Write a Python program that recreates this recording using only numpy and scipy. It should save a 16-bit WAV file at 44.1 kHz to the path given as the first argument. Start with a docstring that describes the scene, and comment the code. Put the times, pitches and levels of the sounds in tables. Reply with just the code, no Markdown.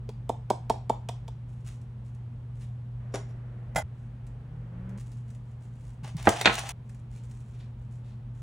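"""A refrigerator hum comes first and stays: a mains tone over shaped noise. In this kitchen, in short shots cut together,
a palm pats a plastic jar of cinnamon (damped modes, powder ticks), a spoon knocks sugar into a glass cup (grains,
clatter, ringing modes), a metal loaf pan lined with baking paper is put down (sheet noise, modes, snaps), and batter
is scraped from a bowl (crackling grains). For a moment a far vehicle gathers speed outside (rising engine orders
and tyre noise). Two microphones hear it all, most nearby sounds with a kitchen echo."""
import sys
import numpy as np
from scipy import signal
from scipy.fft import rfft, irfft, next_fast_len
from scipy.io import wavfile
from scipy.ndimage import uniform_filter1d, map_coordinates

SR = 44100
rng = np.random.default_rng(int(sys.argv[2]) if len(sys.argv) > 2 else 0)


def pcm_store(signal):
    """Save signal as 16-bit PCM."""
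    levels = np.round(np.clip(np.atleast_2d(signal), -1, 1) * 32767)
    wavfile.write(sys.argv[1], SR, levels.astype(np.int16).T)


N = 371322


def amp(db):
    """Decibels to gain."""
    return 10 ** (np.asarray(db) / 20)


def unit(x):
    """Scale to rms 1."""
    return x / np.sqrt(np.mean(x ** 2) + 1e-20)


def crest(x):
    """Scale so that the loudest millisecond has rms 1."""
    power = uniform_filter1d(x ** 2, SR // 1000)
    return x / np.sqrt(power.max())


def along(points, hz):
    """Interpolate (frequency [Hz], value) points on a log frequency axis."""
    f, v = np.transpose(points)
    return np.interp(np.log(hz + 1), np.log(f), v)


def clock():
    """Time of every sample in seconds."""
    return np.arange(N) / SR


def during(start, end):
    """One between two times, silent outside."""
    return (clock() >= start) & (clock() < end)


def wobble(rate):
    """A smooth random curve, rate knots a second."""
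    knots = rng.standard_normal(int(N * rate / SR) + 4)
    return map_coordinates(knots, [clock() * rate], order=2)


def filtered(x, response):
    """x times a complex response of frequency."""
    n = x.shape[-1]
    m = next_fast_len(n + 8192)
    hz = np.fft.rfftfreq(m, 1 / SR)
    return irfft(rfft(x, m) * response(hz), m)[..., :n]


def coloured(x, spectrum):
    """Causal minimum-phase filter with the given (frequency [Hz], level [dB]) spectrum."""
    size = 4096
    gain = amp(along(spectrum, np.fft.rfftfreq(size, 1 / SR)))
    cepstrum = irfft(np.log(gain))
    # folding the cepstrum forward in time makes the filter causal
    cepstrum[1:size // 2] *= 2
    cepstrum[size // 2 + 1:] = 0
    impulse = irfft(np.exp(rfft(cepstrum)))
    return signal.fftconvolve(x, impulse)[:len(x)]


def fade(t60):
    """Half a second of exponential decay, 60 dB in t60 seconds."""
    return amp(-60 * np.arange(SR // 2) / SR / t60)


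def burst(t60):
    """Noise that dies away."""
    return rng.standard_normal(SR // 2) * fade(t60)


def tone(hz, t60):
    """One damped mode."""
    return np.sin(2 * np.pi * hz * np.arange(SR // 2) / SR) * fade(t60)


def ring(modes, longest):
    """Modes struck at new strengths and signs, none decaying slower than the longest t60."""
    total = 0
    for hz, db, t60 in modes:
        strength = rng.choice([-1, 1]) * amp(db + rng.normal(0, 5.3))
        total = total + strength * tone(hz, min(t60, longest))
    return crest(total)


def add(track, s, sound):
    """Mix a sound in at time s."""
    part = track[round(s * SR):][:len(sound)]
    part += sound[:len(part)]


def crackle(spectrum, rate, clump_db):
    """Tiny fractures, rate a second, of clipped log-normal size, whose level swells in clumps."""
    sizes = amp(5 * np.clip(rng.standard_normal(N), -2, 2))
    struck = rng.random(N) < rate / SR
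    grains = struck * rng.choice([-1, 1], N) * sizes
    return unit(coloured(grains * amp(clump_db * wobble(60)), spectrum))


def strokes(rows, attack_s, t60):
    """Gain of (start, length, dB) gestures: each swells, holds and dies away."""
    t = clock()
    gain = 0
    for s, length, db in rows:
        swell = np.clip((t - s) / attack_s, 0, 1)
        decay_db = -60 * np.clip((t - s - length) / t60, 0, 2)
        gain = gain + swell * amp(db + decay_db)
    return gain


# how alike the left and right microphones hear diffuse sound: (frequency [Hz], correlation [0-1])
LIKENESS = [(100, 1), (300, 0.98), (700, 0.36), (1500, 0.47), (3500, 0.056), (6000, 0.9), (9000, 0.38),
            (12000, 0.99)]


def diffuse(size):
    """Stereo noise from all around, whose left-right likeness depends on frequency."""
    def turn(hz):
        return np.arccos(np.clip(along(LIKENESS, hz), -1, 1)) / 2

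    noise = rng.standard_normal((2, size))
    mid, side = filtered(noise, lambda hz: np.array([np.cos(turn(hz)), np.sin(turn(hz))]))
    return np.array([mid + side, mid - side])


def rush(spectrum):
    """Steady diffuse noise of rms 1 with the given spectrum."""
    return unit(filtered(diffuse(N), lambda hz: amp(along(spectrum, hz))))


# reverberation of the kitchen: (frequency [Hz], t60 [s])
KITCHEN_T60 = [(150, 0.15), (800, 0.32), (4000, 0.33), (9000, 0.25), (15000, 0.067)]


def echo():
    """A fresh stereo tail of decaying noise for the kitchen, with energy 1 on the left."""
    hz, t, z = signal.stft(diffuse(SR // 2), SR, nperseg=256)
    decay = amp(-60 * t / along(KITCHEN_T60, hz)[:, None])
    tail = signal.istft(z * decay, SR, nperseg=256)[1]
    return tail / np.linalg.norm(tail[0])


# shot boundaries, where one shot ends and the next begins: (time [s])
SHOT_EDGES = [0, 3.0, 3.826, 4.985, 6.03, 6.72, 8.43]


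def placed(x, pan_db, wet_db):
    """A source at two microphones (positive pan is left), with kitchen echo that ends at each cut."""
    out = amp(pan_db * np.array([[.5], [-.5]])) * x
    for start, end in zip(SHOT_EDGES, SHOT_EDGES[1:]):
        shot = slice(round(start * SR), round(end * SR))
        dry_shot = x[shot]
        wet = signal.fftconvolve(dry_shot[None], echo(), axes=1)
        out[:, shot] += amp(wet_db) * wet[:, :len(dry_shot)]
    return out


# shape of the low drone of the refrigerator: (frequency [Hz], relative level [dB])
FRIDGE_DRONE = [(20, -40), (38, -12.5), (51, 7.5), (62, -2), (90, -1.5), (150, -2), (185, -14), (215, -5),
                (270, -21), (400, -56.5)]
# shape of its moving air: (frequency [Hz], relative level [dB])
FRIDGE_AIR = [(150, -10.5), (300, 2.5), (480, 1), (650, -2.5), (850, -2), (1300, -8.5), (2000, -13.5),
              (3200, -17), (4200, -24), (6500, -36.5), (10500, -35.5), (12000, -35), (16000, -29.5)]


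def fridge():
    """The compressor hums at twice the mains frequency over a low drone and moving air."""
    hum = np.sqrt(2) * np.sin(2 * np.pi * 119.8 * clock())
    hum_gain = amp(-40 + 1.5 * wobble(2.1))
    return hum_gain * hum + amp(-45.5) * rush(FRIDGE_DRONE) + amp(-61.5) * rush(FRIDGE_AIR)


# soft bumps on the counter: (time [s], relative level [dB], pitch [Hz], t60 [s])
COUNTER_BUMPS = [(0.089, -32.5, 433, 0.034), (3.763, -30, 148, 0.063), (3.833, -27.5, 84, .09),
                 (6.03, -30.5, 135, 0.074), (6.147, -25, 155, 0.081)]


def bumps():
    """Dull knocks through the counter: damped tones with a rounded onset."""
    out = np.zeros(N)
    for s, db, hz, t60 in COUNTER_BUMPS:
        add(out, s, amp(db + 7.0) * tone(hz, t60) * (1 - fade(t60 / 2)))
    return out


# resonances of the hollow jar: (nominal frequency [Hz], bandwidth [Hz], mean level [dB])
JAR_MODES = [(233, 55, -5), (468, 250, 10), (718, 200, 21.5), (882, 79, 11), (990, 220, -18)]


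def thump():
    """One push on the hollow jar; the grip shifts its resonances a little every time."""
    body = 0
    for hz, width, db in JAR_MODES:
        gain = amp(db + rng.normal(0, 3.3))
        shifted_hz = hz * (1 + rng.normal(0, 0.028))
        t60 = np.log(1000) / np.pi / width  # a wider resonance dies sooner
        body = body + gain * tone(shifted_hz, t60)
    band = signal.butter(4, [220, 1080], "bandpass", fs=SR, output="sos")
    return crest(signal.sosfilt(band, body))


# palm pats on the jar: (time [s], relative thump level [dB], powder tick relative to the thump [dB])
JAR_PATS = [(0.091, -40.5, -6), (0.293, -15, -22.5), (0.502, -10.5, -20.5), (0.698, -10.5, -20),
            (0.896, -12, -22), (1.088, -26, -10.5), (1.28, -37, -9.5)]
# colour of powder against the wall: (frequency [Hz], relative level [dB])
POWDER_COLOUR = [(900, 0), (1700, -6.5), (2300, -1.5), (2900, -7), (3400, 1), (3900, -6), (5600, -6),
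                 (6400, -7.5), (8000, -6.5), (9200, -9.5), (12000, -10), (15500, -10.5)]
# faint ring of the jar rim: (frequency [Hz], mean level [dB], t60 [s])
RIM_MODES = [(3330, -1, .08), (3530, 1, .14), (3620, 0, .1)]


def jar(rebound_s=0.004654, rebound_db=-3, delay_s=0.0026, wet_db=-13):
    """Each pat ticks the powder against the wall, then the hollow jar thumps and rebounds."""
    direct, tails = np.zeros(N), np.zeros((2, N))
    for s, db, tick_db in JAR_PATS:
        body = amp(db) * thump()
        grains = crest(coloured(burst(0.034), POWDER_COLOUR))
        tick = amp(db + tick_db + 2.5) * (grains + amp(-25) * ring(RIM_MODES, longest=.25))
        thump_s = s + delay_s
        add(direct, s, tick)
        add(direct, thump_s, amp(-2.5) * body)
        jitter_s = rng.uniform(-0.00048, 0.00039)
        add(direct, thump_s + rebound_s + jitter_s, amp(db + rebound_db) * thump())
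        for side, tail in zip(tails, echo()):  # the jar moves, so each pat has its own echo
            add(side, thump_s, amp(wet_db) * signal.fftconvolve(body + amp(3) * tick, tail))
    return amp([[-.8], [.8]]) * direct + tails


# fingers and utensils rub on sugar and sticky batter: (start [s], length [s], relative level [dB])
HAND_RUBS = [(1.47, .14, -71), (1.645, .04, -53), (1.7, 0.04, -65), (2.04, 0.024, -63), (2.54, .06, -67),
             (2.595, 0.013, -53), (3.92, 0.14, -77), (4.97, 0.038, -58), (5.05, 0.14, -67),
             (5.24, .12, -70.5), (5.445, .07, -70.5), (5.6, 0.049, -65), (5.72, .11, -67),
             (5.835, .085, -66), (6.84, 0.16, -71.5), (7.1, .09, -62.5), (7.22, .2, -69.5),
             (7.43, 0.18, -70.5), (7.77, .07, -75.5), (7.9, 0.057, -64.5), (8.04, 0.053, -71),
             (8.34, .08, -69)]
# a utensil or the jar scrapes on a hard surface: (start [s], length [s], level [dB])
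UTENSIL_SCRAPES = [(1.645, 0.049, -63), (2.595, 0.021, -63), (7.11, 0.083, -69.5), (7.525, .03, -67),
                   (7.585, 0.028, -63), (8.03, .09, -70.5)]
# small ticks of sugar, fingers and sticky batter, and at 4.9757 s a click at the cut between shots:
# (time [s], relative level [dB])
SMALL_TICKS = [(1.8143, -54), (2.148, -53.5), (4.2671, -49.5), (4.8933, -50), (4.9757, -46), (5.118, -48.5),
               (5.3033, -49), (5.3491, -50.5), (6.8947, -45), (6.9461, -51.5), (7.2984, -54), (7.3118, -46),
               (7.4034, -51.5)]
# colour of the rubs, ticks and click: (frequency [Hz], relative level [dB])
CRUMB_COLOUR = [(700, -9), (1700, 0.5), (3000, -2.5), (4500, -5.5), (7000, 0.5), (10000, -2.5), (15500, -5)]
# colour of the scrapes: (frequency [Hz], relative level [dB])
BOWL_COLOUR = [(500, -12.5), (1300, -2.5), (2600, 1), (3600, 0.5), (5000, -5.5), (8000, -12),
               (15000, -18.5)]


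def handling():
    """Sugar and sticky batter crackle faintly under the hand; utensils scrape; a click marks one cut."""
    rub_gain = amp(-3) * strokes(HAND_RUBS, attack_s=0.019, t60=0.2)
    scrape_gain = strokes(UTENSIL_SCRAPES, attack_s=.025, t60=0.22)
    out = rub_gain * crackle(CRUMB_COLOUR, rate=900, clump_db=2.5)
    out += scrape_gain * crackle(BOWL_COLOUR, rate=3500, clump_db=0.5)
    for s, db in SMALL_TICKS:
        add(out, s, amp(db - 8.0) * crest(coloured(burst(0.05), CRUMB_COLOUR)))
    return placed(out, 0, wet_db=-6)


PASS_S, PASS_HZ, PASS_DB = 4.85, 185, -42.5  # engine at its nearest: time, pitch, level before order gains
REV_OCTAVES_PER_S, APPROACH_DB_PER_S = 0.83, 20
TYRE_DB, TYRE_DB_PER_S = -55, 26.5  # tyre noise at the nearest point, and its growth on the way
# steady street noise in the second and third shots: (level [dB])
STREET_LEVELS = (-58.5, -66)
# harmonics of the far engine: (engine order, mean level [dB])
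ENGINE_ORDERS = [(1, 1.5), (2, -19.5), (3, -18.5), (5, -23)]
# colour of tyre and street noise: (frequency [Hz], relative level [dB])
TYRE_COLOUR = [(200, 3.5), (480, 4), (950, -4), (1300, -4.5), (1850, -7), (3000, -19), (4500, -33),
               (8000, -40)]


def vehicle():
    """Over the street noise a far engine climbs steadily in pitch and grows louder as it nears."""
    t = clock() - PASS_S
    to_go = np.maximum(-t, 0)
    hz = PASS_HZ * 2 ** (REV_OCTAVES_PER_S * t) * (1 + 0.004 * wobble(7.0))
    phase = 2 * np.pi * np.cumsum(hz) / SR
    note = sum(amp(db + 2.4 * wobble(9)) * np.sin(round(order) * phase) for order, db in ENGINE_ORDERS)
    engine = amp(PASS_DB - APPROACH_DB_PER_S * to_go) * note
    tyres = amp(TYRE_DB - TYRE_DB_PER_S * to_go) * rush(TYRE_COLOUR)
    street_shots = zip(STREET_LEVELS, SHOT_EDGES[1:], SHOT_EDGES[2:])
    street_gain = sum(amp(db) * during(start, end) for db, start, end in street_shots)
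    audible = during(SHOT_EDGES[2], SHOT_EDGES[3])  # the vehicle is heard in the third shot only
    return audible * (engine + tyres) + street_gain * rush(TYRE_COLOUR)


# sugar slides off the spoon: (start [s], length [s], level [dB])
SUGAR_POURS = [(3.12, .02, -60), (3.138, 0.021, -33), (3.285, .025, -61)]
# colour of the falling sugar: (frequency [Hz], relative level [dB])
SUGAR_COLOUR = [(150, -9.5), (260, -0.5), (450, 2), (1000, -6), (1250, -12), (2200, -14.5), (3600, -20),
                (4900, -23.5), (5650, -12), (6250, -27), (7000, -16), (8000, -27), (10400, -21.5),
                (15000, -43.5)]
# ring of the spoon: (frequency [Hz], mean level [dB], t60 [s])
SPOON_MODES = [(3520, 2, 0.25), (6640, -6, 0.35), (7600, -11, 0.45), (9900, 2, 0.2)]


def sugar():
    """A heap of sugar drops into the cup as crackling grains and leaves the spoon ringing faintly."""
    pour_gain = strokes(SUGAR_POURS, attack_s=.004, t60=0.039)
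    out = pour_gain * crackle(SUGAR_COLOUR, rate=3200, clump_db=1.0)
    add(out, 3.143, amp(-59.0) * ring(SPOON_MODES, longest=.7))
    return placed(out, 0.5, wet_db=-6.5)


# spoon knocks on the cup: (time [s], clatter level [dB], clatter t60 [s], relative ring level [dB])
SPOON_KNOCKS = [(3.749, -42.5, 0.017, -7), (3.759, -21, .045, -11), (3.762, -20.5, 0.06, -3.5),
                (3.767, -28, 0.055, -4.5), (3.778, -26, .06, -5.5), (3.784, -28, 0.081, -4.5)]
# modes of the glass cup: (frequency [Hz], mean level [dB], t60 before sugar damping [s])
CUP_MODES = [(626.6, -4, 0.2), (752, 2.5, 0.13), (900, -3, 0.11), (1432, -1, 0.15), (1550, -9, 0.14),
             (2040, -6, .1), (3265, -13, 0.14), (5350, -13.5, 0.032), (6840, -21, 0.17), (6800, -14, 0.16),
             (7460, -6, 0.17), (10280, -11.5, 0.11)]
# colour of the clatter: (frequency [Hz], relative level [dB])
CLATTER_COLOUR = [(100, -7.5), (160, -3), (400, -17), (560, 1.5), (750, 3.5), (950, -4), (1200, -15),
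                  (2000, -12), (2700, -22), (4500, -25), (7400, -18.5), (8500, -23), (16000, -18.5)]


def spoon():
    """The spoon clatters on the cup, whose ring is damped by sugar."""
    out = np.zeros(N)
    for s, db, t60, ring_db in SPOON_KNOCKS:
        clatter = crest(coloured(burst(t60), CLATTER_COLOUR))
        cup = amp(ring_db - 1.5) * ring(CUP_MODES, longest=0.12)
        add(out, s, amp(db) * (clatter + cup))
    return placed(out * (clock() < SHOT_EDGES[2]), -1.9, wet_db=-11)


# the hands flex the baking paper: (start [s], length [s], level [dB])
PAPER_FLEXES = [(6.03, 0.023, -46), (6.066, 0.011, -50), (6.165, 0.056, -45), (6.24, 0.16, -41.5),
                (6.44, .15, -39.5), (6.64, 0.086, -44)]
# snaps of its creases: (time [s], level of the loudest millisecond [dB])
PAPER_SNAPS = [(6.0423, -50), (6.077, -45), (6.1674, -40), (6.2268, -37), (6.2897, -17.5), (6.4127, -21.5),
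               (6.541, -28.5), (6.5534, -26.5), (6.5912, -26), (6.6346, -42), (6.6907, -27.5),
               (6.7065, -34.5)]
# colour of the paper: (frequency [Hz], relative level [dB])
PAPER_COLOUR = [(200, -14.5), (400, -7.5), (750, 6.5), (1500, -2), (2800, 0.5), (4700, -8), (6000, -5.5),
                (7500, -9), (9200, -9), (12000, -16), (15500, -11.5)]


def paper():
    """Baking paper rustles as it is flexed, and its creases snap."""
    flex_gain = strokes(PAPER_FLEXES, attack_s=0.017, t60=.17)
    out = flex_gain * crackle(PAPER_COLOUR, rate=2300, clump_db=4.0)
    for s, db in PAPER_SNAPS:
        snap = coloured(burst(0.019) * (1 - fade(0.0049)), PAPER_COLOUR)
        add(out, s, amp(db) * crest(np.diff(snap, prepend=0)))  # snaps are brighter than the rustle
    return placed(out * (clock() < SHOT_EDGES[5]), 0, wet_db=-6.5)


# pan contacts on the counter: (time [s], level before softening [dB], nominal brightness [Hz],
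# relative thud level [dB], relative ring level [dB])
PAN_CONTACTS = [(6.046, -38, 1300, -11.5, -3.5), (6.076, -40, 1300, -17.5, -4.5),
                (6.262, -24.5, 1496, -3.5, -6.5), (6.271, -1, 1572, -3, -13.5),
                (6.28, -8.5, 1099, -2.5, -14), (6.412, -22, 5000, -33, -21.5),
                (6.448, -22.5, 3520, -24.5, 5.5), (6.457, -6, 4796, -23.5, -1),
                (6.473, -10, 2893, -1, -8.5), (6.497, -15, 2545, -19, -5.5), (6.635, -32, 1513, -20, 2.5)]
# modes of the metal pan: (frequency [Hz], mean level [dB], t60 before the cap [s])
PAN_MODES = [(469.3, -8.5, 0.52), (617.7, -5, 0.27), (713, -1, .2), (795, -6, 0.2), (1077, -7.5, 0.34),
             (1296, -10.5, 0.49), (1456, -9.5, .22), (1756, -8, 0.25), (2024, -13, 0.28), (2470, -17, 0.11),
             (2860, -5, 0.27), (3619, -2, 0.14), (4136, -13.5, .3), (4366, -5.5, .15), (6411, -2, 0.22)]
# colour of the struck sheet: (frequency [Hz], relative level [dB])
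SHEET_COLOUR = [(100, -18.5), (210, -7.5), (320, -3), (480, 0), (750, 3.5), (1150, -4.5), (1500, -3.5),
                (2000, 3), (3000, -6.5), (3800, -1.5), (5000, -14), (8000, -6), (14000, -37)]


def pan(width_db=-6, wide_hz=1100):
    """The pan lands on one edge, then the other; a lowpass dulls each contact, and its treble is wide."""
    out, side = np.zeros((2, N))
    for s, db, bright_hz, thud_db, ring_db in PAN_CONTACTS:
        soft = signal.butter(3, min(0.94 * bright_hz, SR / 3), fs=SR, output="sos")
        for track, wall_db in ((out, 0), (side, width_db)):
            sheet = crest(coloured(burst(0.0092) + amp(-5.0) * burst(0.057), SHEET_COLOUR))
            blow = sheet + amp(ring_db - 12.0) * ring(PAN_MODES, longest=.28)
            add(track, s, amp(db + wall_db) * signal.sosfilt(soft, blow))
        thud = (tone(95, .08) - tone(205, 0.069)) * (1 - fade(0.014))
        add(out, s, amp(db + thud_db - 12.5) * thud)
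    # the side signal has opposite signs at the two microphones
    treble = signal.butter(1, wide_hz, "highpass", fs=SR, output="sos")
    side = signal.sosfilt(treble, side)
    stereo = placed(out, -1.5, wet_db=-10.0) + np.array([side, -side])
    return stereo * during(SHOT_EDGES[4], SHOT_EDGES[5])


def scene():
    """All sources together, in order of first appearance."""
    start = fridge() + bumps() + jar() + handling()
    return start + vehicle() + sugar() + spoon() + paper() + pan()


TOP_HZ = 15900  # band limit of the microphones' signal
# phase between the microphones: (frequency [Hz], lead of the right one [rad])
MIC_PHASE = [(2500, 0), (3600, .4), (4300, .5), (4900, 1.6), (5600, .2), (7500, .3), (9300, 1.4),
             (10700, 2.2), (11800, 3.14), (14000, 3.14), (15000, 2.6)]


def record(dry):
    """The microphones differ in treble phase, the loudest peaks are rounded, and the band limit cuts the top."""
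    sides = np.array([[-.5], [.5]])
    ports = filtered(dry, lambda hz: np.exp(1j * sides * along(MIC_PHASE, hz)))
    rounded = ports / (1 + (ports / .92) ** 6) ** (1 / 6)
    return filtered(rounded, lambda hz: hz < TOP_HZ)


dry = scene()
out = record(dry)
pcm_store(out)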